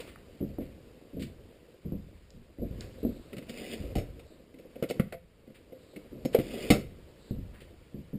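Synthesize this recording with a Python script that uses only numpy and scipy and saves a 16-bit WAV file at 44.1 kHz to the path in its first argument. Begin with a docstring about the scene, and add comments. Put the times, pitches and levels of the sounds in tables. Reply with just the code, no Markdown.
"""A jacket rustles and rubs the case of a body-worn camera; boots thud slowly down a storeroom aisle.
A steel drawer of screws is pulled out, its lid is lifted and shut, it is slammed home, and the steps go on.
Blows are decaying modes plus noise bursts, sliding and rubbing are filtered random slips, cloth is filtered noise.
A short room echo is added. The treble is muffled, and sampling at only 12 kHz mirrors a faint copy above."""
import sys
import numpy as np
from scipy import signal
from scipy.fft import rfft, irfft
from scipy.io import wavfile
from scipy.ndimage import uniform_filter1d

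SR = 44100
rng = np.random.default_rng(int(sys.argv[2]) if len(sys.argv) > 2 else 0)


def unload_audio(sound):
    """Save the sound as a 16-bit wav file, at the path given as the first command line argument."""
    columns = np.transpose(np.atleast_2d(sound))
    # keep every value between -1 and 1, then stretch to whole-number steps
    steps = np.round(np.clip(columns, -1, 1) * 32767)
    wavfile.write(sys.argv[1], SR, steps.astype(np.int16))


N = 360738
TIME_S = np.arange(N) / SR
AGE_S = TIME_S[:SR // 2]  # time since a blow


def amp(db):
    """Decibels to gain."""
    return 10 ** (np.asarray(db) / 20)


def evened(x):
    """Scales to rms 1."""
    return x / np.sqrt(np.mean(x ** 2) + 1e-20)


def sized(x):
    """Scales a blow to the energy of 20 ms at rms 1."""
    return x / np.sqrt(np.sum(x ** 2) / (SR / 50) + 1e-20)


def read(points, hz):
    """Interpolates a table on a log-frequency axis."""
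    point_hz, value = np.transpose(points)
    return np.interp(np.log(hz + 1), np.log(point_hz + 1), value)


def add(mix, start_s, sound):
    """Adds a sound to the mix, cut off at the end."""
    part = mix[max(round(start_s * SR), 0):][:len(sound)]
    part += sound[:len(part)]


def focus(hz, centre_hz, octaves):
    """Bell of gain around the pitch that a blow excites most."""
    return np.exp(-.5 * (np.log2((hz + 1) / centre_hz) / octaves) ** 2)


def coloured(x, spectrum, centre_hz=1000, octaves=np.inf):
    """Filters by a spectrum, optionally focused on one region."""
    hz = np.fft.rfftfreq(len(x), 1 / SR)
    gain = amp(read(spectrum, hz)) * focus(hz, centre_hz, octaves)
    return irfft(rfft(x) * gain, len(x))


def decay(time_s, t60_s):
    """Exponential decay by 60 dB in t60_s."""
    return np.exp(-np.log(1000) * time_s / t60_s)


def onset(rise_s):
    """Exponential approach to full level with time constant rise_s."""
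    return 1 - np.exp(-AGE_S / rise_s)


def burst(spectrum, rise_s, t60_s, centre_hz=1000, octaves=np.inf):
    """Countless crowded modes struck together: a dying noise."""
    noise = coloured(rng.standard_normal(len(AGE_S)), spectrum, centre_hz, octaves)
    return sized(noise * onset(max(rise_s, 1e-4)) * decay(AGE_S, max(t60_s, 1e-3)))


def ring(modes, weights, stretch=1):
    """Separate modes of a body, each excited by its weight; stretch scales the ring times."""
    hz, db, t60_s = np.transpose(modes)[:, :, None]
    waves = amp(db) * np.sin(2 * np.pi * hz * AGE_S) * decay(AGE_S, t60_s * stretch)
    return sized(weights @ waves)


def grains(per_s, spread_db):
    """Tiny slips at random times; spread_db sets how uneven they are."""
    size = amp(spread_db * np.minimum(rng.exponential(1, N), 4))
    slipping = rng.random(N) < per_s / SR
    return evened(rng.standard_normal(N) * size * slipping)


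def level(rows, column):
    """Gain over time, linear in dB between the rows."""
    rows = np.asarray(rows)
    return amp(np.interp(TIME_S, rows[:, 0], rows[:, column]))


def patchy(x, depth_db):
    """Rubbing keeps changing its contact: patches of pitch swell and sink for some hundredths of a second."""
    z = signal.stft(x, SR, nperseg=512)[2]
    field = uniform_filter1d(rng.standard_normal(z.shape), size=5, axis=0)
    field = evened(uniform_filter1d(field, size=5, axis=1))
    return evened(signal.istft(z * amp(depth_db * field), SR, nperseg=512)[1][:N])


# Echo decay. Each row: frequency in Hz, t60 in s.
ROOM_T60 = [(60, 0.97), (200, 0.25), (600, 0.23), (2000, 0.34), (5000, 0.32)]


def room(x):
    """Short, dense echo of a narrow aisle with full shelves: noise that decays at a rate set by pitch."""
    hz, time_s, z = signal.stft(rng.standard_normal(len(AGE_S)), SR, nperseg=256)
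    z = z * decay(time_s, read(ROOM_T60, hz)[:, None])
    tail = signal.istft(z, SR, nperseg=256)[1][:len(AGE_S)]
    tail *= 1 - np.exp(-(AGE_S / 0.0066) ** 2)
    return signal.oaconvolve(x, tail / np.linalg.norm(tail))[:N]


# Body movement. Each row: time in s, jacket rustle in dB, rubbing on the camera case in dB.
MOVES = [(0.0, -53.5, -46), (0.13, -64.5, -53), (2.57, -68.5, -62), (2.8, -61.5, -50), (3.37, -64.5, -54.5),
         (3.6, -58, -47.5), (3.85, -60, -45), (4.05, -64, -53), (4.55, -69, -60), (4.97, -62, -47),
         (5.17, -72, -69.5), (5.51, -69.5, -60.5), (6.24, -64, -52), (6.49, -56.5, -43), (6.65, -51.5, -40),
         (6.84, -65.5, -57.5), (7.11, -65, -56.5), (8.18, -67, -60.5)]
# Low camera drift. Each row: time in s, level in dB.
DRIFT = [(0.0, -56), (1.91, -68), (2.0, -64), (2.62, -65), (2.76, -54), (3.35, -61), (4.03, -48.5),
         (4.31, -63), (5.97, -64), (6.51, -50), (7.34, -64), (7.47, -55), (7.72, -59), (8.18, -59)]
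# Relative spectra of cloth, hollow camera case and low boom. Each row: frequency in Hz, density in dB per Hz.
JACKET_SPECTRUM = [(400, -4), (900, 2), (1500, -0.5), (2200, 1), (3000, 0), (3450, -3.5), (3850, -2.5),
                   (4250, -5), (4750, -2), (5400, -9), (6200, -18.5)]
CASE_SPECTRUM = [(60, -13.5), (170, 1.5), (280, 4), (420, 3.5), (515, 3.5), (610, -2), (760, -12),
                 (950, -53), (2000, -48)]
BOOM_SPECTRUM = [(15, -7), (50, 2.5), (85, 2), (130, -4), (250, -13.5), (600, -110)]


def movement():
    """The jacket rustles, rubs the hollow camera case and sets it drifting."""
    rustle = patchy(coloured(rng.standard_normal(N), JACKET_SPECTRUM), depth_db=1.26)
    rub = patchy(coloured(grains(per_s=1500, spread_db=0.0), CASE_SPECTRUM), depth_db=2.4)
    drift = evened(coloured(rng.standard_normal(N), BOOM_SPECTRUM))
    return level(MOVES, 1) * rustle + level(MOVES, 2) * rub + level(DRIFT, 1) * drift


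# Sleeve as the arm reaches out or drops. Each row: start in s, level in dB, length in s.
SWISHES = [(2.853, -69, 0.59), (4.228, -71.5, 0.19), (5.726, -70, 0.34), (7.165, -65.5, 0.23)]


def swishes():
    """The weave of the sleeve hisses in a narrow band that swells and sinks with the arm."""
    out = np.zeros(N)
    for start_s, db, length_s in SWISHES:
        arch = np.sin(np.pi * np.arange(0, length_s, 1 / SR) / length_s)
        hiss = coloured(rng.standard_normal(N), JACKET_SPECTRUM, centre_hz=4040, octaves=0.17)
        add(out, start_s, amp(db) * arch * evened(hiss)[:len(arch)])
    return out


# Small metal parts. Each row: start in s, level in dB, pitch in Hz.
TICKS = [(0.159, -55.5, 1300), (2.305, -63.5, 5260), (2.808, -49, 5770)]


def ticks():
    """Small metal parts touch and are still at once."""
    out = np.zeros(N)
    for start_s, db, hz in TICKS:
        tick = burst(JACKET_SPECTRUM, rise_s=0.00039, t60_s=0.008, centre_hz=hz, octaves=0.49)
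        add(out, start_s, amp(db) * tick)
    return out


# Soles and fingers. Each row: start in s, level in dB, centre in Hz, t60 in s.
SCUFFS = [(0.001, -49.5, 3260, 0.086), (0.067, -53, 2200, 0.23), (0.60, -59, 2000, 0.3),
          (1.193, -52, 3450, 0.2), (1.221, -47.5, 3260, 0.087), (2.809, -53, 2070, 0.13),
          (4.889, -50, 4600, .08), (5.543, -58.5, 2420, 0.18), (6.327, -45.5, 2750, 0.21),
          (7.535, -56.5, 1690, .3), (7.602, -56.5, 2800, .13)]
SCUFF_RISE_SHARE, SCUFF_OCTAVES = 0.042, 0.82  # rise as a share of t60; bandwidth


def scuffs():
    """Short brushes of rubber and skin: the longer, the softer they start."""
    out = np.zeros(N)
    for start_s, db, hz, t60_s in SCUFFS:
        brush = burst(JACKET_SPECTRUM, SCUFF_RISE_SHARE * t60_s, t60_s, hz, SCUFF_OCTAVES)
        add(out, start_s, amp(db) * brush)
    return out


# Floor modes. Each row: frequency in Hz, relative level in dB, t60 in s.
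FLOOR_MODES = [(147, -11, 0.043), (176.3, 26, 0.042), (242.5, -8.5, 0.19), (226, -4, 0.019),
               (280.5, -7, 0.23), (305, 1.5, 0.096), (360, -2.5, 0.052), (510, -12, 0.084),
               (620, -19, 0.022)]
# Relative spectrum of dull thuds. Each row: frequency in Hz, density in dB per Hz.
THUD_SPECTRUM = [(40, -39), (110, -2), (200, 5.5), (350, -3), (550, -2), (700, -9), (900, -34), (1500, -67),
                 (5000, -72)]


def low_blow(db, hz, boom_db, soft):
    """One blow, mostly of a boot, rings the floor, shakes the shelving and leaves a low boom."""
    soft = max(soft, .3)
    boards = ring(FLOOR_MODES, focus(np.array(FLOOR_MODES)[:, 0], hz, octaves=0.18))
    boards = boards * onset(0.0019 * soft)
    shelving = burst(THUD_SPECTRUM, rise_s=0.0027 * soft, t60_s=0.16, centre_hz=hz, octaves=0.85)
    boom = burst(BOOM_SPECTRUM, rise_s=0.0049, t60_s=0.14)
    return amp(db) * (amp(-12.5) * boards + amp(-11.5) * shelving) + amp(boom_db) * boom


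SWAY_RISE_S, SWAY_T60_S = 0.033, 0.97


def sway():
    """The jolted camera sways on: a long low burst."""
    return burst(BOOM_SPECTRUM, SWAY_RISE_S, SWAY_T60_S)


# Footfalls, and at 3.802 s a low bump of the sliding drawer. Each row: start in s, heel (first blow) level in dB,
# sole (second blow) delay in s, sole level in dB, thud centre in Hz, floor boom in dB,
# softness of the blow as a factor (at least 0.3 is used).
STEPS_AND_BUMP = [(0.405, -20.5, .022, -19, 255, -40, 0.61), (0.585, -23, 0.022, -25.5, 290, -47, 0.41),
                  (1.133, -32, .032, -23.5, 270, -44, 1.5), (1.190, -24.5, 0.026, -28.5, 217, -43.5, 4.2),
                  (1.847, -31, 0.012, -26.5, 220, -41, 1.2), (1.921, -23.5, 0.012, -25.5, 254, -42.5, 0.33),
                  (2.344, -41.5, 0.022, -43, 215, -51, 0.76), (2.585, -31, .034, -19, 333, -36.5, 1.1),
                  (2.704, -33, 0.081, -35, 228, -40.5, 1.8), (3.030, -23, .02, -16, 295, -43, 0.42),
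                  (3.802, -29.5, .038, -42, 240, -37, 0.33), (6.115, -29, 0.039, -37, 220, -52, 1.7),
                  (7.309, -22.5, .076, -30, 194, -36, 0.28), (7.944, -28.5, .028, -29.5, 209, -48, 0.6),
                  (8.131, -22.5, .022, -25, 190, -42.5, 0.69)]
SOLE_PITCH, SOLE_SOFTER, SOLE_BOOM_DB = 0.88, 1.2, -2  # second blow relative to first


def steps_and_bump():
    """Heel, then a lower, softer sole, and camera sway; one drawer bump is made by the same pair of blows."""
    out = np.zeros(N)
    for start_s, first_db, delay_s, second_db, hz, boom_db, soft in STEPS_AND_BUMP:
        first = low_blow(first_db, hz, boom_db, soft)
        second = low_blow(second_db, hz * SOLE_PITCH, boom_db + SOLE_BOOM_DB, soft * SOLE_SOFTER)
        add(out, start_s, first)
        add(out, start_s + delay_s, second)
        add(out, start_s, amp(boom_db) * sway())
    return out


# Steel panel modes. 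Each row: frequency in Hz, relative level in dB, undamped t60 in s.
STEEL_MODES = [(1310, -5, 0.075), (1493, 11, 0.061), (1970, 0, 0.12), (2028, 12.5, 0.065), (2140, 11, 0.1),
               (2590, -23, 0.16), (2620, 5.5, 0.15), (2922, 15.5, 0.044), (3700, 6, .15), (3692, -4, 0.17),
               (4460, 3, 0.093), (4460, 13, 0.065), (5300, 18, 0.17)]
# Relative spectrum of the crack. Each row: frequency in Hz, density in dB per Hz.
CLACK_SPECTRUM = [(400, 2), (900, 1.5), (1350, 9), (1700, 0), (2100, 12), (2900, 2), (3500, 1.5), (4800, 2),
                  (5500, -4), (6200, -16)]


def clack(centre_hz, stretch):
    """Steel meets steel: a crack and a brief ring of the panels."""
    signs = rng.choice([-1., 1.], len(STEEL_MODES))
    weights = signs * focus(np.array(STEEL_MODES)[:, 0], centre_hz, octaves=0.42)
    panels = ring(STEEL_MODES, weights, stretch)
    crack = burst(CLACK_SPECTRUM, rise_s=0.00063, t60_s=0.098 * stretch, centre_hz=centre_hz, octaves=1.08)
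    return amp(-6.5) * panels + amp(-3.5) * crack


# Laden box modes. Each row: frequency in Hz, relative level in dB, t60 in s before the hand damps it.
BOX_MODES = [(156.7, -1.5, 0.15), (197, -11, 0.016), (251, 8, 0.024), (304, -9.5, 0.2), (376, -3, 0.03),
             (389, -11, 0.15), (487.6, 15.5, 0.085), (517, 8.5, 0.23), (585, 6.5, 0.049), (675, 1.5, 0.17)]
KNOCK_RING, PANEL_RING = 0.7, 0.57  # the hand damps box and panels: factors on ring times
FIRM_DB, FIRM_DAMPING_DB = -31.5, 0.31  # dB of ring time lost for each dB above FIRM_DB


def thud(db, hz):
    """The hollow box and its load, struck once; a firmer hand damps more."""
    stretch = KNOCK_RING * amp(-FIRM_DAMPING_DB * max(db - FIRM_DB, 0))
    weights = -focus(np.array(BOX_MODES)[:, 0], hz, octaves=0.23) - .04
    box = ring(BOX_MODES, weights, stretch) * onset(0.0041)
    contents = burst(THUD_SPECTRUM, rise_s=0.0032, t60_s=0.1 * stretch, centre_hz=hz, octaves=0.87)
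    return amp(db) * (amp(-6.5) * box + amp(-12.5) * contents)


# Box and lid. Each row: start in s, thud level in dB, thud centre in Hz, clack level in dB,
# clack centre in Hz, second contact delay in s, second contact relative level in dB.
KNOCKS = [(3.331, -28, 257, -50.5, 2420, 0.0079, -26), (3.367, -31.5, 219, -51, 2780, 0.015, 3),
          (3.425, -39, 240, -57.5, 2430, .01, -8), (3.495, -30, 202, -46.5, 3370, .008, -17),
          (4.194, -45, 500, -59, 2840, 0.0051, -2), (4.541, -41, 300, -65, 2500, 0.014, -9),
          (4.587, -40.5, 327, -62, 3100, 0.01, -3), (4.651, -41.5, 328, -80, 2100, 0.01, -8),
          (4.757, -32, 438, -60, 2800, .006, -14), (4.825, -19, 374, -42.5, 2290, .011, -2),
          (4.899, -25, 386, -44.5, 3020, .009, 3), (4.997, -12, 187, -38.5, 1650, .018, -23),
          (5.124, -27, 608, -45, 1830, 0.015, -9.5), (5.474, -37, 210, -71, 2100, 0.027, 0),
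          (5.722, -34.5, 464, -68, 2700, 0.0059, -4.5), (5.961, -32, 298, -54, 2500, 0.0037, -2),
          (6.25, -19.5, 295, -48.5, 3470, 0.0053, 3), (6.347, -8.5, 573, -37, 2420, .017, -12),
          (6.388, -16, 239, -44.5, 2600, 0.01, -2.5)]
SECOND_PITCH, SECOND_CLACK_DB = 1.106, -1  # second contact: higher thud, less clack


def knocks():
    """The laden box thuds under the hand, lid and latch clack, and the loose lid touches a second time."""
    out = np.zeros(N)
    for start_s, db, hz, clack_db, clack_hz, again_s, again_db in KNOCKS:
        first_clack = amp(clack_db) * clack(clack_hz, PANEL_RING)
        add(out, start_s, thud(db, hz) + first_clack)
        second_clack = amp(clack_db + again_db + SECOND_CLACK_DB) * clack(clack_hz, PANEL_RING)
        add(out, start_s + again_s, thud(db + again_db, hz * SECOND_PITCH) + second_clack)
    return out


# Drawer out, then in: one list per slide. 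Each row: time in s, scrape level in dB.
SLIDES = [
    [(3.5, -50.5), (3.524, -58), (3.58, -50), (3.724, -48), (3.74, -42), (3.764, -55.5), (3.9, -65.5)],
    [(6.42, -52.5), (6.43, -57), (6.56, -47.5), (6.602, -50), (6.66, -46.5), (6.676, -48), (6.69, -47.5)],
]
# Tray rumble over the scrape: pulled in dB, pushed in dB.
TRAY_OVER_SCRAPE_DB = (6, 6.5)
# Relative spectra of runners and tray. Each row: frequency in Hz, density in dB per Hz.
SCRAPE_SPECTRUM = [(500, -17), (900, -28), (1600, -9), (2400, 6), (3000, 1), (3500, 1), (4100, -10),
                   (4900, 4), (5500, -21), (6200, -35)]
RUMBLE_SPECTRUM = [(40, -45), (150, -50), (215, 15.5), (300, -5), (400, 7.5), (580, -2), (750, -7),
                   (950, -54), (2000, -44)]


def slides():
    """The runners scrape in many small slips that ring the panels, while the tray rumbles."""
    slips = coloured(grains(per_s=2700, spread_db=-3.0), SCRAPE_SPECTRUM)
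    panel_ring = ring(STEEL_MODES, rng.choice([-1., 1.], len(STEEL_MODES)))
    panels = signal.oaconvolve(slips, panel_ring)[:N]
    scrape = amp(-1.5) * patchy(slips, depth_db=2.0) + amp(-7) * evened(panels)
    jostling = coloured(grains(per_s=600, spread_db=3.0), RUMBLE_SPECTRUM)
    rumble = amp(-1.5) * patchy(jostling, depth_db=0.5)
    out = np.zeros(N)
    for rows, tray_db in zip(SLIDES, TRAY_OVER_SCRAPE_DB):
        moving = (TIME_S > rows[0][0] - .012) & (TIME_S < rows[-1][0] + .025)
        gate = uniform_filter1d(1. * moving, size=400)
        out += gate * level(rows, 1) * (scrape + amp(tray_db) * rumble)
    return out


# Load after each end stop. Each row: start in s, shudder level in dB, camera sway level in dB.
SETTLES = [(3.962, -33, -43), (6.726, -29, -37)]
SETTLE_RISE_S, SETTLE_T60_S = 0.021, .25


def settling():
    """The screws shudder in their tray after an end stop, and the arm passes the jolt on to the camera."""
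    out = np.zeros(N)
    for start_s, db, sway_db in SETTLES:
        shudder = burst(CASE_SPECTRUM, SETTLE_RISE_S, SETTLE_T60_S)
        add(out, start_s, amp(db) * shudder + amp(sway_db) * sway())
    return out


PANEL_HZ = 74


def high_passed(x):
    """A high-pass below the cabinet's lowest modes."""
    return signal.sosfilt(signal.butter(2, PANEL_HZ, "highpass", fs=SR, output="sos"), x)


# Drawer hits its end stops and rebounds. Each row: start in s, thud level in dB, thud centre in Hz,
# clack level in dB, boom level in dB.
STOPS = [(3.954, -13, 380, -44, -28.5), (3.967, -39, 180, -48, -34), (3.983, -40, 400, -46.5, -38),
         (6.703, 3.5, 183, -23, -54), (6.717, -11, 195, -39, -31)]
# Cabinet modes. Each row: frequency in Hz, relative level in dB, t60 in s.
CABINET_MODES = [(112, -19, 0.033), (129, -10.5, 0.083), (161.6, -7.5, 0.082), (203.4, 8.5, 0.048),
                 (306, -3, 0.093), (327, -11.5, 0.11), (478, -10, 0.1), (594, -14.5, 0.21),
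                 (704, -7.5, 0.083), (763, -6.5, 0.077)]


def stops():
    """At either end of its travel the heavy drawer shakes the whole cabinet, and the screws jump."""
    out, mode_hz = np.zeros(N), np.array(CABINET_MODES)[:, 0]
    for start_s, db, hz, clack_db, boom_db in STOPS:
        cabinet = ring(CABINET_MODES, -focus(mode_hz, hz, octaves=1.5)) * onset(0.0067)
        frame = burst(THUD_SPECTRUM, rise_s=0.00031, t60_s=0.074, centre_hz=hz, octaves=1.9)
        screws = burst(CLACK_SPECTRUM, rise_s=0.013, t60_s=0.2)
        boom = burst(BOOM_SPECTRUM, rise_s=0.0088, t60_s=0.11)
        add(out, start_s, amp(db) * (amp(-7.5) * high_passed(cabinet) + amp(-19.5) * frame))
        add(out, start_s, amp(clack_db) * (clack(centre_hz=3170, stretch=1.0) + amp(-11) * screws))
        add(out, start_s, amp(boom_db) * boom)
    return out


def scene():
    """Steps, bump and small contacts echo more than the drawer; the jacket, right at the camera, stays dry."""
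    jacket = movement() + swishes()
    steps_and_contacts = ticks() + scuffs() + steps_and_bump()
    drawer = knocks() + slides() + settling() + stops()
    echo = room(amp(-8.5) * steps_and_contacts + amp(-13.5) * drawer)
    return (jacket + steps_and_contacts + drawer + echo)[None]


SAMPLER_HZ, EDGE_HZ = 12000, 15400


def record(dry):
    """Each 12 kHz sample is held until the next, which mirrors a faint copy into the treble up to EDGE_HZ."""
    held = np.repeat(signal.resample_poly(dry[0], SAMPLER_HZ, SR), 4)
    wide = signal.resample_poly(held, SR, 4 * SAMPLER_HZ)[:N]
    lowpass = signal.firwin(511, EDGE_HZ, window=("kaiser", 9), fs=SR)
    return signal.oaconvolve(wide, lowpass, "same")[None]


dry = scene()
out = record(dry)
unload_audio(out)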